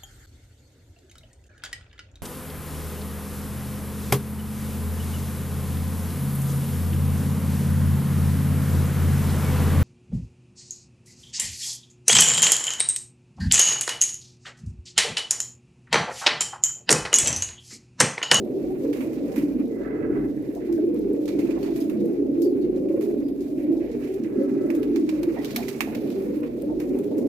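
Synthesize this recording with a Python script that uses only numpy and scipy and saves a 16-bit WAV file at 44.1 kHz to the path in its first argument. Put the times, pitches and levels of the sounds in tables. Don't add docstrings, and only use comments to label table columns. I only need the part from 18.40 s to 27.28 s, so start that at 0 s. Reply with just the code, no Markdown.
import sys
import numpy as np
from scipy import signal
from scipy.fft import rfft, irfft, next_fast_len
from scipy.io import wavfile
from scipy.ndimage import uniform_filter1d

SR = 44100
rng = np.random.default_rng(int(sys.argv[2]) if len(sys.argv) > 2 else 0)


def gain_from_db(level_db):
    decades = np.asarray(level_db, float) / 20
    return 10 ** decades


def dump(signal):
    limited = np.clip(np.atleast_2d(signal).T, -1, 1)
    pcm = np.round(limited * 32767).astype(np.int16)
    wavfile.write(sys.argv[1], SR, pcm)


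N = 391608
T = np.arange(N) / SR
LEFT_RIGHT = np.array([[1], [-1]])
WAVER = []

# (frequency [Hz], density [dB per Hz])
HISS_COLOUR = [(2500, -29.5), (5000, -10), (8500, -10.5), (11500, 0.5), (15800, -2)]
# (frequency [Hz], left minus right [dB])
PORT_COLOUR = [(60, -1.5), (200, -3.5), (380, -1), (1290, -3.5), (2380, -12.5), (4400, -5.5), (8120, 3),
               (15000, 4)]
# (frequency [Hz], density [dB per Hz])
RUMBLE_COLOUR = [(25, -24.5), (45, -20.5), (80, -11), (120, -2.5), (148, 3), (170, -11.5), (200, -19),
                 (300, -56.5)]
# (frequency [Hz], width [Hz], level [dB])
HUM_MODES = [(51.3, 8, 0)]
# (time [s], level [dB])
RUMBLE_GUSTS = [
    (0.0, -52),
    (1.16, -48.5),
    (1.3, -55.5),
    (1.78, -40.5),
    (2.15, -51.5),
    (7.7, -50),
    (8.88, -49),
]
# (frequency [Hz], density [dB per Hz])
MURMUR_COLOUR = [(110, -49.5), (180, -20.5), (261, -4), (405, -7.5), (548, -15), (765, -30.5),
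                 (1100, -49.5), (2420, -120)]
# (start [s], full [s], end [s], level [dB])
SHEET_DRAGS = [
    (1.3, 1.464, 1.788, -48),
    (5.8, 5.953, 6.4, -54.5),
]
# (frequency [Hz], width [Hz], level [dB])
SHEET_MODES = [(990, 250, -5), (1307, 40, 4), (1150, 40, -2), (1660, 200, -3.5), (2015, 110, -1.5),
               (2200, 75, -11), (1450, 840, -5.5), (2550, 230, -16.5), (730, 230, 0.5)]
# (time [s], peak [dB], lean [dB]; left minus right is the lean less 4.5 dB)
CLAW_TICKS = [(1.1982, -51, 3), (1.2794, -44, 2.0), (1.4805, -51, 7.5), (1.9734, -52, 4.0),
              (2.0238, -44, 5.5), (2.1081, -50, 5.5), (2.5436, -38, 5), (2.5905, -40, 7),
              (2.7332, -41, 3.0), (3.6576, -40, -2), (4.5291, -48, 2.0), (4.5645, -45, 4),
              (5.5294, -49, 4.5), (8.214, -43, 4.5), (8.2207, -32, 4.5), (8.5874, -37, 6.5),
              (8.7809, -38, 8), (2.8564, -36, 4.5), (3.4027, -36, 7), (6.351, -35, 6.5), (7.79, -47, 4),
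              (7.85, -48, 4), (8.71, -49, 4), (6.0182, -53, 5.5), (6.0337, -41, 5.5), (6.4991, -48, 2.5),
              (6.5984, -39, 3.5), (6.6518, -49, 5.5), (7.9588, -41, 3.0), (8.0062, -40, 5.0),
              (7.97, -45, 4), (8.3285, -51, 2.0)]
# (time [s], level [dB])
WING_PUFFS = [
    (2.15, -46),
    (2.28, -49),
    (3.16, -45),
    (3.27, -44.5),
    (6.959, -37.5),
    (7.18, -41),
    (7.46, -40.5),
    (8.28, -44.5),
    (8.55, -43.5),
    (8.7, -47.5),
]
# (time [s], length [s], pitch [Hz], width [Hz], level [dB])
SQUEAKS = [(2.879, 0.11, 2310, 250, -55), (2.88, .04, 4300, 400, -54), (3.012, .03, 2300, 500, -51),
           (3.06, .04, 2550, 200, -57), (3.105, .02, 2600, 500, -50), (3.136, .03, 1950, 200, -55),
           (3.158, .04, 990, 200, -47), (3.225, .03, 4400, 300, -50), (3.404, .035, 5000, 400, -52),
           (3.405, .035, 6500, 300, -58), (4.02, 0.1, 4600, 110, -56), (4.021, .07, 4860, 100, -58),
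           (4.015, 0.079, 5320, 100, -57), (4.21, 0.05, 4400, 400, -61),
           (4.834, 0.13, 4880, 70, -63), (6.969, 0.057, 1940, 200, -46),
           (7.223, 0.026, 2300, 400, -44.5), (7.343, .02, 2350, 400, -48),
           (7.407, 0.021, 2170, 600, -31.5), (5.84, .05, 2100, 900, -53),
           (7.43, 0.05, 2180, 700, -51), (1.3, .14, 2030, 130, -62), (1.445, .12, 1650, 250, -53),
           (1.7, .14, 1500, 300, -54), (5.17, .25, 2150, 900, -59), (5.4, .25, 2050, 900, -57),
           (5.62, 0.25, 2100, 1200, -55), (1.47, .2, 2030, 120, -56), (1.53, .14, 1300, 80, -56),
           (1.93, 0.38, 1770, 400, -62), (2.199, .3, 1750, 900, -57), (2.375, .05, 1510, 200, -58),
           (4.025, .03, 6550, 300, -59), (4.225, .025, 3800, 250, -62), (6.2, .25, 1310, 50, -58)]
# (time [s], level [dB])
FIDGETING = [(0.0, -62), (0.34, -62), (0.76, -56), (1.26, -63), (1.66, -69), (2.0, -64.5), (2.84, -61),
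             (3.07, -55), (3.29, -55.5), (3.6, -62), (3.95, -63.5), (4.3, -63), (5.04, -63), (5.51, -60),
             (6.11, -63), (6.87, -55), (7.25, -49), (7.59, -54.5), (8.14, -61), (8.88, -60.5)]
# (frequency [Hz], density [dB per Hz])
FEATHER_COLOUR = [(1650, -21), (2800, -9.5), (3850, -5.5), (6630, -8), (9310, -13), (12700, -6),
                  (14800, -10.5), (15800, -10)]
# (frequency [Hz], density [dB per Hz])
SWISH_COLOUR = [(500, -37.5), (800, 4.5), (1100, 0), (1600, -3.5), (2400, -3), (2800, -8), (3200, -23),
                (4200, -59.5)]
SLICE_EDGES = (3600, 5640, 7950, 11100)
# (frequency [Hz], width [Hz], level [dB])
CLAP_MODES = [(2220, 1100, 0)]
# (time [s], peak [dB], dull part [dB], ring-out [s])
WING_BEATS = [(0.528, -32.5, -4.5, 0.29), (0.606, -36, 1, 0.17), (0.73, -39, -5, .1),
              (0.9156, -42, -9, 0.37), (0.9587, -30.5, -4, 0.26), (0.978, -34.5, -10, 0.18),
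              (2.855, -31.5, -25, 0.08), (2.8774, -31, -11.5, 0.2), (2.9876, -34, -6, 0.19),
              (3.105, -33, -14, 0.061), (3.2278, -29.5, -8, 0.1), (3.359, -39.5, -4, 0.14),
              (3.4024, -35.5, -28, 0.21), (3.496, -37, -5, 0.096), (4.484, -50, 3.5, 0.16),
              (4.6088, -33.5, -11, 0.26), (5.674, -46, -4, 0.05), (8.03, -44, 3, 0.18),
              (8.3996, -31.5, -5.5, 0.13)]
# (time [s], peak [dB], dull part [dB], left minus right [dB])
TAKEOFF_CLAPS = [(6.302, -32, -3.5, -2), (6.349, -40, -5, 12), (6.43, -32, -5.5, -3),
                 (6.559, -25.5, -8.5, 0.5), (6.6905, -29, -6, -2.5), (6.831, -27.5, -7.5, 1),
                 (7.046, -24, -12, 4), (7.1063, -30, -6, 2), (7.1605, -15, -9.5, 2.5), (7.231, -38, -6, -3),
                 (7.282, -23.5, -12, -13), (7.299, -40, -6, 3), (7.406, -12.5, -6.5, 1),
                 (7.5487, -25.5, -8.5, 1), (7.7017, -35.5, -4.5, 4)]
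# (time [s], peak [dB], left minus right [dB])
FEATHER_FLICKS = [(0.3054, -53, 14), (2.15, -42.5, 10), (2.325, -39, 14), (3.6032, -50, 10),
                  (4.0184, -41, 19), (4.8824, -42, 7), (5.006, -42.5, 5), (4.36, -50, 5), (4.22, -48, 3),
                  (5.515, -47, 4), (5.74, -47, 3), (5.835, -42.5, 4), (8.49, -48, 3), (8.64, -46, 3),
                  (8.588, -41, 9), (8.7803, -51, 24)]
# (pitch [Hz], spread [share], throb depth [0-1], pitch tremor [share], usual level [dB],
# answer to the deep lead [dB per dB])
REGISTERS = [
    (225, .06, 0.8, 0.02618, -37, 0.95),
    (298, .055, 0.87, 0.01975, -28.5, -0.14),
    (383.9, .06, 0.75, 0.02493, -33, -0.26),
    (525, .07, 0.86, .036, -42.5, 0.17),
]
# (time [s], effort [dB], lead of the deep voices [dB])
FLOCK_EFFORT = [(0.0, -6.5, 4), (0.15, -1, -1), (1.24, -2, 3.5), (1.48, -0.5, 2), (1.73, 2, -4.5),
                (2.03, -4.5, -1), (2.4, 4.5, -2), (3.39, 1.5, -1), (3.63, 4, 8), (3.76, 3.5, -6.5),
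                (4.53, 3.5, -1), (4.89, -0.5, -2.5), (5.86, -3.5, -1.4), (5.99, 6, 0.5), (6.83, 3.5, -6),
                (7.36, -9, 8.5), (7.69, -1.5, 4), (8.88, 3, -1)]
# (time [s], peak [dB], pitch [Hz])
HIGH_PEEPS = [(0.113, -35, 490), (0.234, -28, 519), (0.443, -26, 545), (0.843, -39, 643), (0.909, -37, 541),
              (1.339, -36, 487), (1.496, -38, 482), (1.725, -35, 525), (2.161, -33.5, 677),
              (2.381, -29, 610), (2.549, -34, 485), (2.669, -37, 486), (3.222, -29, 530), (3.514, -30, 482),
              (3.636, -24, 482), (3.884, -32, 528), (4.15, -33, 495), (4.262, -27, 482), (5.24, -39, 490),
              (5.315, -36.5, 619), (5.858, -37, 522), (6.009, -20, 539), (6.852, -33, 519),
              (6.937, -31, 503), (8.053, -36, 480), (8.228, -26.5, 552), (8.321, -28, 584),
              (8.713, -27, 490), (8.769, -29, 520)]
# (time [s], peak [dB], pitch [Hz], rise [s])
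LONE_SWELLS = [(0.0, -28, 401, 0.019), (0.1, -33, 498, 0.023), (0.14, -29, 387, 0.023),
               (0.9, -41.5, 765, 0.02), (0.86, -36, 540, .04), (1.27, -31.5, 448, 0.021),
               (1.38, -38, 559, .03), (1.5, -28.5, 423.5, 0.022), (1.55, -30, 350, .03),
               (1.6, -37, 579, 0.028), (2.93, -30, 408.6, .03), (3.35, -46, 657, .04),
               (6.2, -33, 520, 0.022), (8.02, -45, 1030, 0.012), (8.29, -41, 898, 0.019),
               (0.36, -28, 399.4, .03), (3.2, -24.5, 390, .03), (4.55, -31, 481, .03), (8.5, -25, 377, .02),
               (8.35, -27, 370, .025), (3.0, -33, 205, .04), (8.7, -33, 602, 0.014),
               (8.77, -26, 405, 0.016)]
# (start [s], length [s], pitch [Hz], level [dB])
RISING_NOTES = [(0.0, 0.037, 218, -30), (0.963, 0.19, 287, -31), (1.115, .13, 294.6, -25),
                (1.147, 0.097, 248.8, -24.5), (1.179, 0.22, 218.8, -31.5), (1.699, 0.18, 225, -37),
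                (1.958, 0.077, 278, -31), (2.424, 0.12, 331.6, -26), (2.429, 0.23, 289.2, -32),
                (2.936, 0.098, 286.3, -24.5), (3.208, 0.18, 319.8, -29.5), (3.488, 0.31, 305, -27),
                (3.825, 0.21, 341.3, -35.5), (3.977, 0.16, 334.7, -22.5), (4.161, 0.2, 335.2, -25.5),
                (4.642, 0.083, 343.7, -23.5), (5.216, .22, 288.9, -22.5), (5.531, 0.15, 239.7, -32.5),
                (6.624, .28, 296.5, -26), (7.191, .16, 372, -33), (8.264, 0.056, 304.3, -25.5),
                (8.399, 0.26, 352, -27), (8.754, 0.033, 430, -39)]
# (start [s], length [s], pitch [Hz], level [dB])
SINKING_NOTES = [(.43, 0.088, 533, -34.5), (0.466, 0.11, 405, -31.5), (0.778, 0.12, 302.3, -31.5),
                 (2.49, 0.19, 225, -36.5), (2.688, 0.27, 326, -27.5), (2.7, 0.12, 474, -32),
                 (3.327, 0.15, 295, -31), (3.519, 0.14, 235.8, -29), (3.627, 0.13, 430.4, -33.5),
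                 (4.005, 0.23, 430.6, -31), (4.404, 0.24, 393.6, -27.5), (4.52, 0.066, 536.5, -32),
                 (4.521, 0.11, 323.3, -25.5), (4.717, 0.19, 298.7, -28.5), (5.118, 0.077, 309.4, -31),
                 (5.791, 0.081, 237.4, -32.5), (5.956, 0.16, 315.3, -33.5), (6.128, 0.14, 316.5, -31),
                 (6.551, 0.083, 331.3, -24), (6.996, 0.046, 312, -27.5), (7.145, 0.11, 241, -31.5),
                 (7.298, 0.33, 242, -40.5), (7.853, 0.097, 294, -30), (7.873, 0.072, 400, -32),
                 (8.0, 0.079, 486, -35.5), (8.229, 0.082, 209.5, -38), (8.462, 0.14, 264.5, -30),
                 (8.769, 0.051, 249.4, -31.5)]
# (start [s], length [s], pitch [Hz], level [dB])
HELD_NOTES = [(0.262, 0.12, 368, -29.5), (0.44, 0.08, 290.5, -26.5), (.453, 0.065, 459, -32.5),
              (1.66, 0.22, 293.5, -26), (1.676, 0.18, 396.5, -29.5), (2.32, .16, 406.3, -30),
              (2.49, 0.12, 468, -34), (2.989, 0.22, 342, -29), (3.814, 0.15, 271, -29),
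              (4.332, 0.17, 521, -36.5), (4.552, .24, 398.4, -30.5), (5.062, 0.13, 640, -47),
              (5.621, 0.18, 381.5, -29), (5.947, 0.13, 390, -29), (5.95, 0.23, 262.7, -29),
              (6.097, 0.16, 391, -28), (6.114, 0.32, 345.2, -28), (7.939, .11, 295.7, -26.5)]
# (start [s], pitch [Hz], level [dB])
SHORT_GRUNTS = [(.264, 713, -46.5), (.591, 257.7, -32.5), (2.293, 342.2, -24), (2.652, 393.8, -26),
                (3.5, 358.6, -27.5), (3.6, 476, -33.5), (3.67, 202, -33.5), (4.03, 525, -38.5),
                (4.203, 300, -26), (4.298, 298, -33), (5.495, 451, -35), (5.53, 410, -33),
                (5.801, 304, -26.5), (5.99, 544, -36.5), (6.387, 426.7, -32.5), (6.46, 401.6, -31),
                (7.153, 660, -42.5), (7.631, 416, -33), (7.768, 387, -26), (7.87, 483.5, -34)]
# (time [s], peak [dB], pitch [Hz])
ROLLED_THROBS = [(0.976, -10.5, 290), (1.031, -9.5, 298), (1.08, -16, 296), (2.085, -16, 300),
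                 (2.4, -18.5, 308), (2.435, -13, 389), (2.736, -13, 308), (3.599, -17, 315),
                 (4.065, -18.5, 357), (4.661, -15.5, 333), (5.005, -16.5, 354), (5.175, -13.5, 307),
                 (5.305, -13.5, 331), (5.975, -15.5, 253), (6.77, -17.5, 321), (6.874, -15, 350)]


def shape(x, table, scale=1):
    hz, db = np.transpose(table)
    size = next_fast_len(N + SR // 10)
    f = np.log(np.arange(size // 2 + 1) * SR / size + 1e-9)
    gain = gain_from_db(scale * np.interp(f, np.log(hz + 1e-9), db))
    return irfft(rfft(x, size) * gain, size)[..., :N]


def unit(x):
    return x / np.sqrt(np.mean(x ** 2))


def walk(rate):
    hold = int(SR / rate)
    steps = np.repeat(rng.standard_normal(N // hold + 1), hold)
    return unit(uniform_filter1d(uniform_filter1d(steps, hold), hold)[:N])


def noise(table, alike):
    middle, side = rng.standard_normal((2, N))
    alike = np.clip(alike, 0, 1)
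    middle = middle * np.sqrt(1 + alike)
    side = side * np.sqrt(1 - alike)
    return unit(shape(np.array([middle + side, middle - side]), table))


def ringing(modes, alike):
    f = np.arange(20, SR // 2, 2.)
    power = sum(gain_from_db(2 * db) / (1 + (2 * (f - hz) / width) ** 2) ** 2 for hz, width, db in modes)
    return noise(np.transpose([f, 10 * np.log10(power)]), alike)


def place(x, side):
    lag = int(side * 22)
    return np.array([np.roll(x, max(lag, 0)), np.roll(x, max(-lag, 0))])


def hiss():
    return gain_from_db(-70.5) * noise(HISS_COLOUR, alike=0)


def town():
    s, db = np.transpose(RUMBLE_GUSTS)
    rumble = gain_from_db(-45.5) * noise(RUMBLE_COLOUR, alike=0.75) + gain_from_db(-52.5) * ringing(HUM_MODES, alike=.85)
    gust = gain_from_db(0.77 * (np.interp(T, s, db) - np.mean(db)))
    murmur = gain_from_db(-36 + 3.57 * walk(4.017)) * noise(MURMUR_COLOUR, alike=0.84)
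    return gust * rumble + murmur


def scrapes():
    drag = sum(gain_from_db(db) * np.interp(T, [start, full, end, end + 0.16], [0, 1, 1, 0])
               for start, full, end, db in SHEET_DRAGS)
    stutter = gain_from_db(1.7 * walk(90) + 1.2 * walk(12))
    return drag * stutter * ringing(SHEET_MODES, alike=0.12)


def claws():
    faint_db = -65.5 + np.minimum(9.1 * rng.exponential(size=N), 9)
    hits = (rng.random(N) < 9 / SR) * gain_from_db(faint_db) * np.ones((2, 1))
    for t, db, pan_db in CLAW_TICKS:
        hits[:, int(t * SR)] += gain_from_db(db - 9 + LEFT_RIGHT[:, 0] * (pan_db - 4.5) / 2)
    tick = signal.lfilter([1], [1, -.994], hits)
    grit = noise([(3000, -16), (6000, -9), (12000, 3.5), (16000, -3.0)], alike=.1)
    sway = gain_from_db(.8 * walk(3.3) * LEFT_RIGHT)
    return sway * tick * grit


def puffs():
    body = sum(gain_from_db(db) * np.interp(T, [t, t + 0.017, t + 0.068], [0, 1, 0]) for t, db in WING_PUFFS)
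    return body * ringing([(736, 310, 0)], alike=0.47)


def squeaks():
    out, air = np.zeros((2, N)), rng.standard_normal((2, SR))
    for t, length, hz, width, db in SQUEAKS:
        band = signal.butter(2, [hz - width / 2, hz + width / 2], "band", fs=SR, output="sos")
        age = np.arange(int(length * SR)) / SR
        stretch = int(t * SR / 10)
        whistle = unit(signal.sosfilt(band, air))[:, stretch:stretch + len(age)]
        start = int(t * SR)
        out[:, start:start + len(age)] += gain_from_db(db) * np.interp(age, [0, .006, length], [0, 1, 0]) * whistle
    return out


def patchy(x):
    lows = [0 * x]
    for hz in SLICE_EDGES:
        lows.append(signal.sosfilt(signal.butter(3, hz, fs=SR, output="sos"), x))
    lows.append(x)
    out = 0
    for k in range(len(lows) - 1):
        sway = WAVER[3][k * SR:][:N]
        out = out + gain_from_db(1.5 * sway) * (lows[k + 1] - lows[k])
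    return unit(out)


def wings():
    bright = patchy(noise(FEATHER_COLOUR, alike=0.06))
    dull = noise(SWISH_COLOUR, alike=0.015)
    fidget_db = np.interp(T, *np.transpose(FIDGETING))
    high = gain_from_db(fidget_db + .9 * walk(18)) * np.ones((2, 1))
    low = gain_from_db(fidget_db - 0.15 + 1.5 * walk(22)) * np.ones((2, 1))
    hollow = np.zeros((2, N))
    soft_s, sharp_s = 0.0023, 0.00079
    claps = [(t, db, dull_db, ring, 1, soft_s) for t, db, dull_db, ring in WING_BEATS]
    claps += [(t, db, dull_db, 0.069, pan, sharp_s) for t, db, dull_db, pan in TAKEOFF_CLAPS]
    claps += [(t, db, -25.5, 0.14, pan, sharp_s) for t, db, pan in FEATHER_FLICKS]
    age = np.arange(SR // 3) / SR
    for t, db, dull_db, ring, pan_db, attack in claps:
        i = int(t * SR)
        snap = np.exp(-age / 0.003) + np.exp(-np.log(1000) * age / max(ring, .01))
        hit = gain_from_db(db - 15.0 + LEFT_RIGHT * pan_db / 2) * snap * np.minimum(age / attack, 1)
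        hit = hit[:, :N - i]
        high[:, i:i + len(age)] += hit
        low[:, i:i + len(age)] += gain_from_db(dull_db + 3) * hit
        hollow[:, i:i + len(age)] += gain_from_db(dull_db + 2.5) * hit
    flutter = walk(45)
    feathers = high * gain_from_db(.9 * flutter + 1.55 * walk(150)) * bright
    swish = low * gain_from_db(1.2 * flutter + 2.28 * walk(80)) * dull
    return hollow * ringing(CLAP_MODES, alike=0.09) + feathers + swish


def coo(hz, rate, depth, tremor, second_db=-32):
    at = rng.integers(0, N, 5)
    drift, roll, shake, flick = (w[a:a + len(hz)] for w, a in zip(WAVER, at))
    pump = np.cos(2 * np.pi * np.cumsum(rate * np.exp(.25 * drift)) / SR + at[4])
    rolled = np.clip(depth + 0.45 * roll, 0, 1)
    phase = 2 * np.pi * np.cumsum(hz * (1 + tremor * (1.45 * rolled * pump + shake))) / SR
    swell = (1 + rolled * pump) ** 1.18 * gain_from_db(1.04 * flick)
    return unit(swell * (np.sin(phase) + gain_from_db(second_db) * np.sin(2 * phase)))


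def far_birds():
    s, effort_db, lead_db = np.transpose(FLOCK_EFFORT)
    out = 0
    for hz, spread, depth, tremor, db, answer in REGISTERS:
        group = 0
        for step in np.linspace(-1, 1, num=5):
            pitch = hz * np.exp(spread * (1.5 * step + np.tanh(walk(5))))
            notes = np.clip(0.71 + 0.58 * walk(7), 0, 1.3)
            side = rng.uniform(-1.01, 1) * hz / 300
            group = group + place(notes * coo(pitch, 30, depth, tremor), side)
        out = out + unit(group) * gain_from_db(db - 2.5 + np.interp(T, s, effort_db + answer * lead_db))
    return out


def peeps():
    out = np.zeros((2, N + SR))
    swells = [(*peep, .008) for peep in HIGH_PEEPS] + LONE_SWELLS
    for k, (t, db, hz, rise) in enumerate(swells):
        age = np.arange(int(7 * rise * SR)) / SR
        throb = (age / rise) ** 2 * np.exp(2 - 2 * age / rise) * np.sin(2 * np.pi * hz * age)
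        out[:, int(t * SR):][:, :len(age)] += gain_from_db(db - 1) * place(throb, 0.69 * (-1) ** k)
    return out[:, :N]


def near_birds():
    out = np.zeros((2, N + SR))
    notes = [(*n, 0.528) for n in RISING_NOTES]
    notes += [(*n, -0.547) for n in SINKING_NOTES]
    notes += [(*n, 0) for n in HELD_NOTES]
    notes += [(t, .068, hz, db, 0) for t, hz, db in SHORT_GRUNTS]
    sides = rng.uniform(-0.88, 1, len(notes))
    for (t, length, hz, db, bend), side in zip(notes, sides):
        u = np.linspace(0, 1, int((length + .04) * SR))
        pitch = hz * (1 + bend * length * u)
        tremor = 0.014 + 0.015 * (hz > 620)
        note = np.sin(np.pi * u) ** 0.51 * coo(pitch, 27.4, 0.48, tremor)
        i = int(max(t - .02, 0) * SR)
        out[:, i:i + len(u)] += gain_from_db(db) * place(note, side)
    age = np.arange(int(0.058 * SR)) / SR
    swell = (age / 0.0094) ** 2 * np.exp(2 - 2 * age / 0.0075)
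    for t, db, hz in ROLLED_THROBS:
        i = int(t * SR)
        out[:, i:i + len(age)] += gain_from_db(db + 1.5) * swell * np.sin(2 * np.pi * hz * age)
    return out[:, :N]


def walls(x, t60=0.3, wet_db=-12):
    age = np.arange(SR // 2) / SR
    tail = rng.standard_normal((2, len(age))) * np.exp(-np.log(1000) * age / t60) * (age > .008)
    tail = tail / np.sqrt(np.sum(tail ** 2, axis=1, keepdims=True))
    return x + gain_from_db(wet_db) * signal.fftconvolve(x, tail, axes=1)[:, :N]


def scene():
    WAVER[:] = [np.append(w, w[::-1]) for w in map(walk, (4, 3, 40, 25))]
    flock = far_birds() + peeps() + near_birds()
    movement = scrapes() + claws() + puffs() + squeaks() + wings()
    return hiss() + town() + walls(movement + flock)


def band_limit(x):
    return signal.sosfilt(signal.butter(12, 16480, fs=SR, output="sos"), x)


def record(dry):
    ports = np.array([shape(dry[0], PORT_COLOUR, 0.39), shape(dry[1], PORT_COLOUR, -0.53)])
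    ports = signal.sosfilt(signal.ellip(10, .2, 80, 15500, fs=SR, output="sos"), ports)
    ports = ports * np.clip((T[-1] - T) / .006, 0, 1)
    return band_limit(ports)


dry = scene()
out = record(dry)
dump(out)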